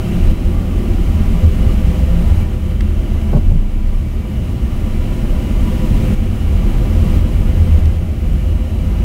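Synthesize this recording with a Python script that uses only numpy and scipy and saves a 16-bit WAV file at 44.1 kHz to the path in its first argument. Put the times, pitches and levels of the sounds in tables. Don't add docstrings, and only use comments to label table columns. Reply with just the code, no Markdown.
import sys
import numpy as np
from scipy import signal
from scipy.fft import rfft, irfft, next_fast_len
from scipy.io import wavfile
from scipy.ndimage import uniform_filter1d

SR = 44100
rng = np.random.default_rng(int(sys.argv[2]) if len(sys.argv) > 2 else 0)


def file_out(sig):
    cols = np.atleast_2d(sig).T
    lim = np.clip(cols, -1, 1)
    pcm = np.round(lim * 32767).astype(np.int16)
    wavfile.write(sys.argv[1], SR, pcm)


N = 398663

# (relative, per Hz)
ROLLING_SPECTRUM = [(14, -8.5), (25, -1), (60, 0), (95, -5), (130, -8), (155, -16), (215, -9), (260, -17.5),
                    (350, -19), (470, -31), (800, -32.5), (900, -39.5), (1600, -45.5), (2500, -59)]
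# start_s, length_s, pitch_hz, amplitude_db (before
HUM_SPELLS = [(.12, .25, 24.7, -11), (.48, .1, 25, -14), (.85, .5, 25, -18), (1.52, .2, 25, -10),
              (1.95, .7, 25.3, -13), (2.7, .55, 31, -15), (3.33, .32, 27.6, -1), (3.7, .25, 27.6, -5),
              (4.62, .75, 28.9, -13), (5.55, .6, 29, -17), (6.5, 1.3, 27.8, -15), (8.05, .3, 30, -13),
              (8.7, .34, 30, -17), (.05, 1.3, 41, -14), (1.55, .75, 56, -13), (2.5, .5, 43, -12.5),
              (3.2, .35, 36.8, -10), (3.65, .5, 36.8, -12), (4.65, 1.0, 41, -19), (5.7, .5, 46, -18),
              (6.4, 1.55, 41.5, -11.5), (8.2, .35, 48, -9), (8.72, .32, 50, -10), (.12, 1.25, 81.5, -15),
              (1.4, .08, 82, -6), (1.4, .5, 73, -15), (1.95, .12, 78, -13), (2.27, .12, 80, -7),
              (2.3, 1.0, 74.8, -10.5), (3.33, .26, 83.5, -8), (3.65, .6, 74.8, -16), (4.3, .85, 75, -21),
              (5.38, .55, 81, -19), (6.1, .08, 84, -14), (6.39, .16, 80, -11), (6.85, .42, 82.3, -12),
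              (7.3, .22, 84, -16), (7.55, .55, 82.6, -8), (7.6, .75, 74, -11), (8.35, .69, 83, -13),
              (6.7, .6, 119, -23), (.05, .15, 175.5, -18), (.25, .7, 175.5, -22.5), (.95, 1.5, 169.5, -21),
              (2.5, .6, 169, -26), (3.33, .05, 166, -14), (3.52, .05, 167, -13), (3.65, 2.4, 170, -30),
              (6.55, .9, 167, -28), (7.45, .6, 165, -23), (8.22, .35, 166, -21), (8.8, .24, 166, -20),
              (2.6, 1.4, 205, -24), (0, 1.2, 352, -32)]
# start_s, level_db (relative), push_ms, rise_ms
WHEEL_BUMPS = [(3.326, -7, 0.66, 16), (3.345, -13, 1.6, 6.5), (3.362, -13, 0.93, 4.8),
               (3.508, -16, 1.3, 11), (3.522, -8, 5.3, 8), (3.545, -9, 5.3, 8)]
# frequency_hz, strength_db, t60_s
FLOOR_MODES = [(118.9, -5, .15), (145, 4, 0.18), (225.9, 2, 0.11), (311, -10.5, .25), (374, -5, 0.066),
               (418, 3.5, 0.042), (486, -1, 0.058), (578, 3, 0.064), (680, -8, 0.062), (820, -6.5, 0.083),
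               (930, -10, .05), (1100, -9, 0.08), (1502, -8, 0.054)]
# start_s, level_db (relative), push_ms
FITTING_TICKS = [(2.8075, -21.5, .05), (7.856, -26.5, .08)]
# frequency_hz, strength_db, t60_s
FITTING_MODES = [(1995, 3, 0.0086), (2605.4, -8, 0.0035), (3130, -3, 0.0074), (3798, -3, .003),
                 (4600, -2, 0.0032), (5270, -11, .003), (5900, -2.5, 0.0037), (7100, -13, .002),
                 (7940, -2, .002), (10500, -6, .0015), (13500, -9, .0015)]
# (relative, per Hz)
AIR_SPECTRUM = [(600, -6), (1300, -1.5), (1650, -4.5), (2100, -0.5), (3000, -0.5), (3500, -7), (4500, -11),
                (8000, -13), (15500, -15.5)]
# frequency_hz, width_hz, level_db (above the steady reference)
CABIN_RESONANCES = [(216, 32.6, 15), (354.3, 33, 4.5), (401.3, 15, 1.5), (511.4, 25.7, 7.5),
                    (606.6, 66, 2.5), (657, 33, -1.5), (789, 22, -5), (982.7, 28, -1.5), (1165, 106, -2),
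                    (1265, 32, -8.5), (1398, 45, -9), (1634, 25, -14.5), (1835, 60, -10), (2050, 69, -6.5),
                    (2300, 33, -7), (2708, 53, -10), (2896, 140, -5.5), (3098, 48, -9.5), (3940, 180, -13)]
# start_s, drop_db
LEVEL_STEPS = [(.314, 3.6), (.55, .8), (1.1, .6), (1.45, .8), (1.74, 1.3), (2.01, 1.4), (2.3, 1.1),
               (2.428, 3.5), (2.55, .7), (2.72, 1.5), (3.385, 2.8), (3.435, .6), (3.515, 1.5), (3.62, .7),
               (6.14, 4.9), (7.19, 3.1), (7.29, .5), (7.6, .9), (7.805, 2.5), (7.97, 2.6), (8.525, 1.8)]

STEADY_DB = -46.6
ROLLING_DB, AIR_DB = 32.6, 7.5
CREEP_DB_PER_S, STEP_S = 3.8, 0.012
SWELL_CYCLES, DIE_CYCLES = 3.5, 4.5
WAVER_SHARE, WANDER_PER_S = 0.012, 17
THROB_DB, THROB_AT_HZ = 4, 120
BUMP_RATTLE_MS, TICK_RATTLE_MS = 14.0, 6.4
TOP_HZ = 15770


def undb(db):
    return 10 ** (np.asarray(db) / 20)


def level(x, db):
    return x * undb(db) / np.sqrt(np.mean(x ** 2))


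def walk(rate):
    hold = int(SR / rate)
    held = np.repeat(rng.standard_normal(N // hold + 1), hold)
    smooth = uniform_filter1d(uniform_filter1d(held, hold), hold)
    return 1.3 * smooth[:N]


def noise(gain):
    size = next_fast_len(N)
    hz = np.arange(1, size // 2 + 2) * SR / size
    return irfft(rfft(rng.standard_normal(size)) * gain(hz), size)[:N]


def bands(spectrum, flicker_db, rate):
    hz, db = np.transpose(spectrum)
    out = 0
    for centre in 2.0 ** np.arange(4, 15):
        def gain(f):
            inside = np.cos(np.pi / 2 * np.clip(np.log2(f / centre), -1, 1))
            return inside * undb(np.interp(np.log(f), np.log(hz), db, left=-90))
        if hz[0] / 2 < centre < 2 * hz[-1]:
            out = out + undb(flicker_db * walk(rate)) * noise(gain)
    return out


def ring(modes, length):
    t = np.arange(int(length * SR)) / SR
    luck = undb(2 * rng.standard_normal(len(modes)))
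    out = np.zeros(len(t))
    for gain, (hz, db, t60) in zip(luck, modes):
        decay = 1000.0 ** (-t / t60)
        out += gain * undb(db) * np.sin(2 * np.pi * hz * t) * decay
    return out


def blow(push_ms, rattle_ms, loose):
    push = np.hanning(int(push_ms * SR / 1000) + 3)
    fade = np.linspace(1, 0, int(rattle_ms * SR / 1000))
    rattle = fade * rng.standard_normal(len(fade))
    force = loose * rattle / np.sqrt(np.sum(rattle ** 2))
    force[0] += 1 - loose
    return np.convolve(force, push / push.sum())


def add(out, start_s, sound):
    i = int(start_s * SR)
    out[i:i + len(sound)] += sound[:len(out) - i]


def rolling():
    return level(bands(ROLLING_SPECTRUM, 1.4, 6), ROLLING_DB)


def hum(length, hz, waver, throb):
    t = np.arange(len(waver)) / SR
    swell = np.minimum(t * hz / SWELL_CYCLES, 1)
    dying = np.clip(1 - (t - length) * hz / DIE_CYCLES, 0, 1)
    cycles = np.cumsum(hz * (1 + WAVER_SHARE * waver)) / SR + rng.random()
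    strength = level(undb(THROB_DB * np.sqrt(hz / THROB_AT_HZ) * throb), 0)
    return swell * dying * strength * np.sin(2 * np.pi * cycles)


def hums():
    out = np.zeros(N)
    wander = np.array([walk(WANDER_PER_S), walk(WANDER_PER_S)])
    for start_s, length, hz, db in HUM_SPELLS:
        size = int((length + DIE_CYCLES / hz) * SR)
        at = int(rng.random() * (N - size))
        waver, throb = wander[:, at:at + size]
        add(out, max(start_s, 0), undb(db) * hum(length, hz, waver, throb))
    return out


def bumps():
    out = np.zeros(N)
    for start_s, db, push_ms, rise_ms in WHEEL_BUMPS:
        sound = signal.fftconvolve(ring(FLOOR_MODES, 0.5), blow(push_ms, BUMP_RATTLE_MS, 0.3))
        rise = np.minimum(np.arange(len(sound)) / (rise_ms * SR / 1000), 1)
        add(out, start_s, undb(db) * sound * rise)
    return out


def ticks():
    out = np.zeros(N)
    for start_s, db, push_ms in FITTING_TICKS:
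        sound = signal.fftconvolve(ring(FITTING_MODES, 0.05), blow(push_ms, TICK_RATTLE_MS, 0.76))
        add(out, start_s, undb(db) * sound)
    return signal.sosfilt(signal.butter(4, 1750, "high", fs=SR, output="sos"), out)


def ventilation():
    out = level(bands(AIR_SPECTRUM, 0.17, 14), AIR_DB)
    for hz, width, db in CABIN_RESONANCES:
        peak = noise(lambda f: 1 / (1 + (2 * (f - hz) / width) ** 2))
        out = out + undb(1.92 * walk(4)) * level(peak, db)
    return out * undb(0.24 * walk(45))


def drift_db():
    t = np.arange(N) / SR
    drift = CREEP_DB_PER_S * t
    for start_s, drop_db in LEVEL_STEPS:
        drift -= drop_db * np.clip((t - start_s) / STEP_S, 0, 1)
    return drift


def scene():
    steady = undb(STEADY_DB) * (rolling() + ventilation())
    drifting = undb(drift_db()) * (steady + hums())
    return (drifting + bumps() + ticks())[None]


def record(dry):
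    knee = 12.0
    soft = dry / (1 + np.abs(dry) ** knee) ** (1 / knee)
    return signal.sosfilt(signal.ellip(16, 0.2, 70, TOP_HZ, fs=SR, output="sos"), soft)


dry = scene()
out = record(dry)
file_out(out)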